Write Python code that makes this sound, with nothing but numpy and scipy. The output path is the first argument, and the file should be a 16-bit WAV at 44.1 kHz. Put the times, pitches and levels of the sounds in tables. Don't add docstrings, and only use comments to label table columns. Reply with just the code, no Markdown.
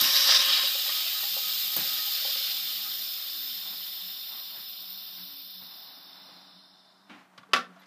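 import sys
import numpy as np
from scipy import signal
from scipy.fft import rfft, irfft, next_fast_len
from scipy.io import wavfile
from scipy.ndimage import uniform_filter1d, map_coordinates

SR = 44100
rng = np.random.default_rng(int(sys.argv[2]) if len(sys.argv) > 2 else 0)


def bounce(signal):
    frames = np.transpose(np.atleast_2d(signal))
    limited = np.clip(frames, -1, 1)
    pcm = np.round(limited * 32767).astype(np.int16)
    wavfile.write(sys.argv[1], SR, pcm)


def invert_db(level):
    return 10 ** (np.asarray(level, dtype=float) / 20)


N = 346626
TIME = np.arange(N) / SR

# time in seconds, strength in dB.
PRESSURE = [(0, -31.5), (1.3, -33.5), (1.8, -33.5), (2.45, -35.5), (3.0, -37.5), (4.0, -41.5), (5.2, -46),
            (5.8, -48.5), (6.3, -53), (6.8, -61), (7.1, -70.5)]
# time in seconds, looseness from 0 to 1.
LOOSENESS = [(0, 0.9), (.64, 1), (.7, 0.54), (2.2, 0.16), (3, 0), (8, 0.17)]
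# start in seconds, length in seconds, gap in dB.
ROCKS = [(0, 0.75, 6), (.12, 0.02, -2), (.15, 0.03, 2.5), (.19, .07, 1), (.27, 0.16, 4.5), (.275, .055, 2),
         (.362, 0.005, 3), (.383, .005, -3), (.44, 0.046, -2), (.497, 0.0063, 4), (.525, 0.01, 4),
         (.575, 0.018, 3), (.605, .01, -2.5), (.69, 0.04, -2), (.89, 0.01, 1), (.96, 0.0097, 1.5),
         (1.05, 1, -1), (1.62, 0.13, -1), (1.87, 0.063, 1.5), (2.0, 0.035, -1.5), (2.1, 0.56, 2),
         (5.17, 0.11, 1)]
# time in seconds, level over the fizz in dB.
SPITS = [
    (.011, 12.5),
    (.458, 4),
    (.575, -1),
    (.633, 1),
    (1.765, 9),
]
# pitch in Hz, width in Hz, level in dB.
VENT_OPEN = [(2767, 90, -29.5), (3280, 92, -16), (3550, 230, -7), (3940, 260, 2), (4180, 110, -5),
             (4420, 200, -4), (4760, 90, 1), (5020, 90, 3), (5190, 120, -1), (5530, 130, 1),
             (5880, 140, -6), (6000, 160, -12.5), (6300, 240, -14.5)]
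# pitch in Hz, width in Hz, level in dB.
VENT_LOOSE = [(2436, 96, -14.5), (2796, 83, -8.5), (3150, 180, -8.5), (3564, 110, -5.5), (3896, 78, 2),
              (3980, 50, -3), (4195, 110, -8.5), (4380, 81, -2.5), (4490, 75, -5), (4720, 49, -1.5),
              (5070, 124, -3.5), (5530, 120, -12.5), (5700, 100, -14.5)]
# pitch in Hz, width in Hz, level in dB.
VENT_HELD = [(2890, 31, -15), (3010, 80, -14.5), (3200, 92, -18), (3460, 180, -6), (3614, 130, 1),
             (3725, 56, 0.5), (3900, 220, -5.5), (4165, 110, 0), (4480, 70, -2), (4730, 120, -1.5),
             (5048, 90, 0), (5186, 122, -.5), (5330, 160, -3.5), (5081, 87, -9), (5666, 55, -7.5),
             (6200, 46, -15.5), (5930, 50, -6.5)]
# frequency in Hz, level in dB per Hz.
FIZZ_LOOSE = [(8000, -43.5), (9500, -17), (11300, -13), (12300, -3), (13000, 1), (13700, -2), (14500, -8),
              (15400, -12)]
# frequency in Hz, level in dB per Hz.
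FIZZ_HELD = [(8800, -48), (9800, -27.5), (11000, -17), (12000, -10), (13000, -5), (13700, 1.5), (14500, -2),
             (15500, -13)]
# pitch in Hz, width in Hz, level in dB.
FIZZ_WEAK = [(9970, 380, -22), (11130, 300, -20.5), (11850, 250, -25), (12340, 350, -18), (12900, 250, -19),
             (13040, 290, -10), (13830, 720, -4), (14330, 220, 1), (14520, 300, -2), (14970, 260, -11),
             (15300, 180, -6)]
# frequency in Hz, level in dB per Hz.
SPRAY = [(4000, -42.5), (5600, -5), (6100, -3), (6300, -2), (7000, -2.5), (8500, -7), (10000, -7),
         (12000, -33)]
# frequency in Hz, level in dB per Hz.
ROAR = [(59, -67), (100, -34), (250, -21), (420, -32), (538, -15.5), (985, -15), (1080, -11), (1320, -8.5),
        (2000, -6.5), (3400, 5.5), (4420, -31.5), (7480, -120)]
# pitch in Hz, level in dB.
LID_SONG = [(820, -6), (1258, 0), (1800, -14)]
# pitch in Hz, width in Hz, level in dB.
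LID_SHAKE = [(540, 28, -8), (1065, 45, -1), (1250, 30, -2), (1630, 120, -5), (1785, 45, -1), (1900, 40, -5),
             (290, 80, -19)]
# pitch in Hz, width in Hz, level change in dB.
SLOTS = [(3300, 60, -3), (4350, 170, -11), (4790, 120, -15), (5500, 78, 2), (5960, 90, -7),
         (6120, 160, -19), (6370, 70, -12), (6530, 110, -14), (6700, 60, -8), (6880, 60, -9),
         (7950, 120, -6), (8250, 150, -10.5), (9880, 260, -9), (10800, 90, -5), (11090, 90, -12),
         (11550, 200, -17), (12060, 60, -10), (14430, 120, -6), (15170, 100, -9)]
# pitch in Hz, width in Hz, depth in dB.
SINK = [(2180, 50, -10), (2410, 40, -4), (2660, 70, -7), (3390, 50, -9), (3810, 60, -6), (4020, 90, -4),
        (4330, 90, -6), (4545, 45, -8), (4915, 45, -8), (5400, 50, -5), (5590, 50, -5), (5830, 60, -7),
        (6160, 60, -6), (6700, 80, -2)]
# time in seconds, peak in dB, brightness in dB per octave.
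KNOCKS = [(0.287, -23, 5), (0.497, -47, 5), (0.575, -44, -6), (0.635, -34, -18), (0.75, -34.5, -21),
          (0.86, -33.5, 8.5), (0.891, -31, 22), (1.055, -51, 4), (1.23, -31, 8), (1.365, -34, -14),
          (1.989, -61, -2), (2.172, -46.5, -13), (2.248, -31.5, 0), (2.279, -38, -14), (2.356, -38.5, -9),
          (2.406, -43, -16)]
# pitch in Hz, level in dB, time to fade by 60 dB in seconds.
LID = [(543, 7.5, 0.11), (560, -4, 0.11), (617, 0.5, 0.18), (700, -7.5, .08), (805, 6, 0.14),
       (1075, -1.5, 0.061), (1250, -10.5, 0.064), (1880, 4.5, 0.12), (2050, -7, 0.073)]
# time in seconds, peak in dB, slap over peak in dB, brightness in dB per octave.
BUMPS = [(0.009, -39.5, 6.5, -15), (0.897, -61, -9, -1), (1.761, -32.5, -2.5, 2), (1.784, -32, -7.5, -3.5),
         (2.54, -52.5, -12, -3), (3.652, -52, -12, -1), (3.723, -57.5, 7.5, 5), (4.079, -60, 1, -8),
         (4.359, -76, -6, -2), (4.569, -51.5, 0, -8), (4.808, -56, -2, -5), (5.174, -56, 4, -7),
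         (5.618, -52, -3, -11), (6.284, -51, -18, 2), (7.117, -51, -8, 9), (7.17, -58, -12, -8),
         (7.383, -51.5, -4.5, -19)]
# pitch in Hz, level in dB, time to fade by 60 dB in seconds.
BASIN = [(125, -9, 0.2), (151, -3.5, 0.25), (176.3, -1, 0.22), (205, -3.5, 0.2), (260, -6, .15),
         (323, -6.5, 0.12), (344, -2, 0.17), (509, 5, 0.16), (534, 1, .14), (680, 0.5, 0.204),
         (870, 2, 0.11)]
# time in seconds, peak in dB, ring over crack in dB,
# brightness in dB per octave, damping while it still touches (times the normal fading speed).
DROPS = [
    (7.5333, -10, -25, 3, 1.5),
    (7.5343, -6, 6, 1, 1.9),
    (7.5372, -8, -20, 0, 1.5),
    (7.5435, -22, -8, 2, 2),
    (7.553, -23, -6, 4, 1.5),
    (7.5622, -15.5, 7, 0, 1.4),
    (7.5711, -23, -1, 2, 1.3),
]
# pitch in Hz, level in dB, time to fade by 60 dB in seconds.
WEIGHT = [(248, -17, .15), (340, -15, .1), (500, -15, .12), (670, -15, .14), (765, -12, .2),
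          (1100, -5, .07), (1146, 1, .14), (1190, 0, .05), (1280, 0, .05), (1345, 0, .14), (1411, -5, .12),
          (1805, -3, .11), (1990, -6, .11), (2250, -10, .1), (2525, -10, .1), (2650, -8, .12),
          (2960, -9, .1), (3390, -10, .12), (3520, -9, .1), (4544, -18, .1), (4786, -18, .1),
          (4936, -15, .07), (5450, -23, .1), (6430, -20, .07)]
# time in
# seconds, crack in dB, ping in dB, ping pitch in Hz, time to fade by 60 dB in seconds.
TICKS = [(.79, -56, -37, 1800, .04), (0.881, -60, -39, 560, 0.042), (.892, -60, -34, 1200, .04),
         (1.053, -60, -47, 660, 0.11), (1.075, -60, -37, 2050, 0.059), (1.15, -65, -40, 1250, 0.098),
         (1.245, -65, -46, 820, 0.1), (1.37, -65, -45, 820, 0.099), (1.44, -65, -45, 1248, 0.2),
         (1.88, -65, -53, 1268, .25), (1.8, -62, -41.5, 796, .1), (1.85, -62, -47, 540, .1),
         (1.91, -65, -49, 820, .15), (2.065, -58, -45.5, 820, 0.15), (1.985, -45.5, -40, 1260, 0.1),
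         (1.985, -56, -36, 1850, 0.045), (2.215, -54, -44, 640, .05), (2.222, -62, -42, 1950, .04),
         (2.45, -62, -45, 600, 0.035), (2.505, -56, -50, 800, .04), (2.691, -68, -51, 1250, 0.13),
         (2.856, -58, -45, 1250, 0.15),
         (7.377, -43.5, -44, 3900, 0.026), (7.379, -50, -42, 3000, 0.014), (7.38, -51, -35, 1127, 0.019),
        (7.384, -60, -42, 1440, .02), (7.43, -59, -50, 3450, 0.024), (7.432, -65, -38, 1150, 0.018),
        (7.433, -65, -40, 1420, .018), (7.49, -65, -47, 450, 0.043), (7.509, -62, -53, 1150, 0.12),
        (7.516, -58, -62, 3000, .03), (7.511, -68, -59, 1150, .08), (7.593, -52, -48, 1416, 0.05),
        (7.642, -60, -43, 1350, .03), (7.65, -57, -54, 3550, 0.048), (7.702, -68, -55, 1400, .04),
        (7.761, -58, -49, 1410, 0.038), (7.764, -65, -45, 680, 0.042), (7.792, -68, -55, 3950, 0.044),
        (7.794, -73, -58, 11900, .05), (7.815, -58, -58, 13500, .012), (7.815, -65, -54, 3460, .04),
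        (7.819, -55, -50, 2050, 0.04), (7.832, -53, -55, 3600, .02), (7.857, -52, -60, 3000, .02)]
# frequency in Hz, level in dB per Hz.
CRACK = [(88, -65), (150, -33), (400, -20), (549, -9), (880, -26), (1040, -26), (1340, -5.5), (2010, -12.5),
         (4910, -17.5), (8280, -36.5), (12000, -38.5), (15400, -52)]
# frequency in Hz, level in dB per Hz.
SCUFF = [(70, -29), (150, -1), (320, 1.5), (480, -14), (800, -3), (1500, -1), (2200, -3), (3300, -8),
         (5500, -21.5), (9000, -36), (15400, -39.5)]
# frequency in Hz, level in dB per Hz.
CLOTH = [(100, -31.5), (180, -9), (300, -7.5), (420, -16.5), (750, -2.5), (1300, -4.5), (2200, -10.5),
         (4000, -15.5), (7000, -26.5), (15400, -44)]
# start in seconds, length in seconds, level in dB.
STROKES = [(2.7, 2.5, -65.5), (2.86, .03, -59), (3.255, 0.015, -59), (3.66, 0.069, -54.5),
           (4.33, 0.075, -54.5), (4.53, 0.045, -56), (5.17, 0.041, -66), (5.33, 0.016, -61),
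           (5.5, 1.14, -59.5), (6.26, 0.044, -64), (4.9, 0.33, -66.5), (7.13, 0.11, -58.5),
           (7.28, 0.25, -66), (7.69, 0.17, -60.5)]
# start in seconds, length in seconds, level in dB.
SECOND = [(1.25, 0.53, -67.5), (1.93, 0.15, -71), (2.54, 0.51, -66), (3.4, 0.54, -71), (4.03, 0.13, -69),
          (4.54, 0.045, -77), (4.85, 0.17, -67), (5.17, 0.091, -63), (5.55, 0.17, -66), (5.95, 0.83, -69.5),
          (6.3, 0.14, -67), (6.72, .3, -79), (7.05, 0.21, -68.5), (7.42, 0.39, -61.5), (7.66, .06, -68),
          (7.83, .05, -64)]
# start in seconds, length in seconds, level in dB.
THIRD = [
    (.4, 0.3, -58),
    (1.93, 0.16, -69),
    (2.54, 0.58, -66),
    (3.346, 0.24, -62),
    (5.19, 0.28, -62.5),
    (5.803, 0.95, -69),
    (7.12, .12, -67),
    (7.43, 0.45, -65),
]
# frequency in Hz, level in dB per Hz.
AIR = [(30, -10), (90, -24), (177, -8), (517, -19.5), (637, -8), (894, -10), (1100, -9), (1510, -12.5),
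       (3210, -29.5), (8000, -31.5), (14000, -34), (15400, -38)]
# frequency in Hz, time to fade by 60 dB in seconds.
KITCHEN = [(200, 0.43), (1500, 0.26), (5000, 0.16), (12000, 0.16)]


def steam():
    strength_db = curve(PRESSURE)
    vent_db, fizz_db, spray_db, roar_db = jet_levels(strength_db)
    loose = np.clip(curve(LOOSENESS), 0, 1)
    held = np.sqrt(1 - loose)
    wide = np.clip((0.27 - TIME) / 0.03 + 1, 0, 1) * 0.8 + 0.1 * loose

    overtone = held ** 2 * rush(lambda hz: resonant([(10500, 620, 0)])(hz) ** 2, patchy_db=-2.5)
    jet = invert_db(vent_db - 22) * overtone
    jet += invert_db(vent_db + 1.88) * vent_whistle(loose, held)
    jet += invert_db(fizz_db + 0.65 + 4.5 * wide - 3 * loose) * fine_fizz(strength_db, wide)
    jet += invert_db(spray_db) * rush(coloured(SPRAY), patchy_db=-0.5)
    jet += invert_db(roar_db + 4.5) * (rush(coloured(ROAR), patchy_db=1.7) + lid_hum(loose, held))

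    bite = np.clip((-35 - strength_db) / 7, 0, 1)
    jet = (1 - bite) * jet + bite * filtered(jet, dips(SLOTS))

    sputter_db = (0.2 + 0.15 * loose) * wobble(60)
    sputter_db += (0.25 + 0.7 * loose) * wobble(260)
    sputter_db += 0.2 * wobble(12)
    shut_db = -80 * np.clip((TIME - 7.1) / 0.11, 0, 1)
    return invert_db(shut_db + sputter_db) * jet


def jet_levels(strength_db):
    shape, db = holds(ROCKS, rise=0.018, fall=0.012)
    gap_db = np.sum(shape * db, axis=0)
    spit_s = 0.0122
    burst_db = sum(db * (TIME > s) * np.exp(-abs(TIME - s) / spit_s) for s, db in SPITS)
    below_full_db = strength_db + 33.5
    weak_db = 2 * np.minimum(strength_db + 46.5, 0)
    thin_db = 1.15 * np.minimum(strength_db + 41.5, 0)
    fizz_db = strength_db + weak_db - 0.11 * gap_db + burst_db
    spray_db = -43 + 1.6 * below_full_db + thin_db + 0.16 * gap_db + 0.79 * burst_db
    roar_db = -43.5 + 1.42 * below_full_db + weak_db + 0.96 * gap_db
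    return strength_db + gap_db, fizz_db, spray_db, roar_db


def vent_whistle(loose, held):
    sunk = np.clip((TIME - 0.425) / 0.015, 0, 1)
    rocking = np.sqrt(1 - sunk) * rush(resonant(VENT_OPEN), patchy_db=0.7)
    rocking += np.sqrt(sunk) * rush(resonant(VENT_LOOSE), patchy_db=0.8)
    bore = lambda hz: resonant(VENT_HELD)(hz) / (1 + (hz / 5900) ** 16)
    return np.sqrt(loose) * rocking + held * rush(bore, patchy_db=0)


def fine_fizz(strength_db, wide):
    thin = np.clip((-37.5 - strength_db) / 14.5, 0, 1)
    half = [(hz, width, db / 2) for hz, width, db in FIZZ_WEAK]
    steep = lambda hz: resonant(half)(hz) ** 2
    narrow = (1 - thin) * rush(coloured(FIZZ_HELD), patchy_db=1)
    narrow += np.sqrt(1 - (1 - thin) ** 2) * rush(steep, patchy_db=2)
    return np.sqrt(wide) * rush(coloured(FIZZ_LOOSE), patchy_db=1) + np.sqrt(1 - wide) * narrow


def lid_hum(loose, held):
    fade = np.clip((2.45 - TIME) / 0.5, 0.45, 1) * np.clip((3.3 - TIME) / 0.4, 0, 1)
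    song = invert_db(-14.5) * held ** 2 * singing(LID_SONG, drift_hz=7, flutter_db=3.5) * fade
    shake = loose ** 2 * rush(resonant(LID_SHAKE), patchy_db=1)
    return song + invert_db(-8.5 + 0.8 * wobble(17)) * shake


def drops():
    out = np.zeros(N)
    add(out, 7.094, invert_db(-45) * puff(SCUFF, t60=0.4, rise=0.0024))
    for s, crack_db, ping_db, hz, t60 in TICKS:
        crack = puff(CRACK, t60=0.06, rise=0.00065)
        ping = ring([(hz, 0, t60)], 0, scatter_db=0, damping=0.62)
        add(out, s, invert_db(crack_db) * crack + invert_db(ping_db) * ping)
    for s, db in [(7.546, -33), (7.584, -34)]:
        add(out, s, invert_db(db) * ring([(250, 0, 0.09)], 0, scatter_db=0, damping=1))
    for s, db, ring_db, tilt_db, damping in DROPS:
        metal = ring(WEIGHT, tilt_db, scatter_db=1, damping=damping)
        rattle = puff(CRACK, t60=0.014, rise=0.0004) + invert_db(-18) * puff(CRACK, t60=0.2, rise=0.002)
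        add(out, s, invert_db(db - 3) * rattle + invert_db(db + ring_db - 6.5) * metal)
    return out


def knocks():
    out = np.zeros(N)
    for s, db, tilt_db in KNOCKS:
        lid = ring(LID, tilt_db, scatter_db=2, damping=2.2)
        click = puff(CLOTH, t60=0.075, rise=0.0019)
        add(out, s, invert_db(db + 1) * (lid + invert_db(-12) * click))
    for s, db, slap_db, tilt_db in BUMPS:
        basin = ring(BASIN, tilt_db, scatter_db=2, damping=1.4)
        slap = puff(SCUFF, t60=0.25, rise=0.006)
        add(out, s, invert_db(db - 0.9) * (basin + invert_db(slap_db) * slap))
    return out


def rustle():
    unevenness = invert_db(0.4 * wobble(70) + 0.84 * wobble(16))
    return swells(STROKES, rise=0.087, fall=0.055) * unevenness * rush(coloured(CLOTH), patchy_db=0.5)


def motor_hum():
    turn = 2 * np.pi * np.cumsum(93.1 + 0.5 * wobble(3) + 2.5 * wobble(30)) / SR
    second = invert_db(-80.5) + swells(SECOND, rise=0.15, fall=0.045)
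    third = invert_db(-80.5) + swells(THIRD, rise=0.15, fall=0.045)
    hum = second * invert_db(2 + 3.2 * wobble(21)) * np.sin(2 * turn)
    hum += third * invert_db(-2.5 + wobble(11)) * np.sin(3 * turn)
    hum += invert_db(-79 + 1.4 * wobble(4)) * np.sin(4 * turn)
    return hum + invert_db(-92.5) * np.sin(turn)


def background():
    return invert_db(-64) * rush(coloured(AIR), patchy_db=0.5) + rustle() + motor_hum()


def kitchen(x):
    hz, t, z = signal.stft(rng.standard_normal(SR // 2), SR, nperseg=256)
    fading = invert_db(-60 * t / along(KITCHEN, hz)[:, None])
    tail = signal.istft(z * fading, SR, nperseg=256)[1]
    late = np.pad(x, (200, 0))
    return signal.fftconvolve(late, tail / np.linalg.norm(tail))[:N]


def unit(x):
    return x / np.sqrt(np.mean(x ** 2) + 1e-20)


def along(points, hz):
    f, v = np.transpose(points)
    return np.interp(np.log(hz + 1), np.log(f + 1), v)


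def curve(points):
    s, v = np.transpose(points)
    return np.interp(TIME, s, v)


def wobble(rate):
    return map_coordinates(rng.standard_normal(int(N * rate / SR) + 4), [TIME * rate])


def holds(rows, rise, fall):
    start, length, value = np.transpose(rows)[:, :, None]
    ease = 0.24 * length
    up = np.clip((TIME - start + rise) / (rise + ease), 0, 1) ** (start > 0)
    down = np.clip((start + length + fall - TIME) / (fall + ease), 0, 1)
    return up * down, value


def swells(rows, rise, fall):
    shape, db = holds(rows, rise, fall)
    return np.sqrt(np.sum((shape * invert_db(db)) ** 2, axis=0))


def filtered(x, response):
    m = next_fast_len(len(x) + 8192)
    return irfft(rfft(x, m) * response(np.fft.rfftfreq(m, 1 / SR)), m)[:len(x)]


def coloured(spectrum):
    return lambda hz: invert_db(along(spectrum, hz))


def resonant(peaks):
    def response(f):
        return sum((-1) ** k * invert_db(db) * 1j * f * w / (c * c - f * f + 1j * f * w)
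                   for k, (c, w, db) in enumerate(peaks))
    return response


def dips(rows):
    def response(f):
        return np.prod([(c * c - f * f + 1j * f * w * invert_db(db)) / (c * c - f * f + 1j * f * w)
                        for c, w, db in rows], axis=0)
    return response


def rush(response, patchy_db):
    z = signal.stft(rng.standard_normal(N), nperseg=512)[2]
    field = uniform_filter1d(rng.standard_normal(z.shape), size=6, axis=0)
    field = uniform_filter1d(field, size=8, axis=1)
    noise = signal.istft(z * invert_db(patchy_db * unit(field)), nperseg=512)[1][:N]
    return unit(filtered(noise, response))


def singing(modes, drift_hz, flutter_db):
    total = np.zeros(N)
    for hz, db in modes:
        phase = 2 * np.pi * np.cumsum(hz + drift_hz * wobble(40)) / SR
        total += invert_db(db + flutter_db * wobble(13)) * np.sin(phase)
    return unit(total)


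def ring(modes, tilt_db, scatter_db, damping):
    hz, db, t60 = np.transpose(modes)[:, :, None]
    t = np.arange(SR // 4) / SR
    level = db + tilt_db * np.log2(hz / 1000) + scatter_db * rng.standard_normal(hz.shape)
    tone = np.sum(invert_db(level - 60 * t * damping / t60) * np.sin(2 * np.pi * hz * t), axis=0)
    return tone * (1 - np.exp(-t / 0.0033)) / np.sqrt(np.sum(invert_db(level) ** 2))


def puff(spectrum, t60, rise):
    t = np.arange(SR // 4) / SR
    noise = unit(filtered(rng.standard_normal(len(t)), coloured(spectrum)))
    return noise * invert_db(-60 * t / t60) * (1 - np.exp(-t / rise))


def add(track, s, sound):
    part = track[round(s * SR):][:len(sound)]
    part += sound[:len(part)]


def masked(x, depth_db, reach):
    hz, _, z = signal.stft(x, SR, nperseg=2048, noverlap=1024)
    bands = np.add.reduceat(abs(z) ** 2, np.arange(0, len(hz), 8))
    power = np.repeat(bands, 8, axis=0)[:len(hz)]
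    power = uniform_filter1d(power, size=3, axis=1)
    upward = signal.lfilter([1 - reach], [1, -reach], power, axis=0)
    downward = signal.lfilter([1 - reach], [1, -reach], power[::-1], axis=0)[::-1]
    keep = (power > invert_db(-depth_db) ** 2 * (upward + downward)) | (hz < 4000)[:, None]
    return signal.istft(z * keep, SR, nperseg=2048, noverlap=1024)[1][:N]


def scene():
    hits = knocks() + drops()
    hiss = steam()
    walls = invert_db(-13) * kitchen(hiss)
    mono = invert_db(0.4) * filtered(hiss + walls, dips(SINK))
    mono += hits + invert_db(-11.5) * kitchen(hits) + background()
    return np.array([mono, mono])


def roll_off(x):
    return signal.sosfilt(signal.butter(12, 16460, fs=SR, output="sos"), x)


def record(dry):
    def band(hz):
        bass_cut = (1j * hz / 95) ** 2 / (1 + 1.4j * hz / 95 - (hz / 95) ** 2)
        return np.clip((15315 - hz) / 60, 0, 1) * bass_cut ** 2
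    mono = masked(filtered(dry[0], band), depth_db=15.5, reach=0.972)
    return roll_off(np.array([mono, mono]))


dry = scene()
out = record(dry)
bounce(out)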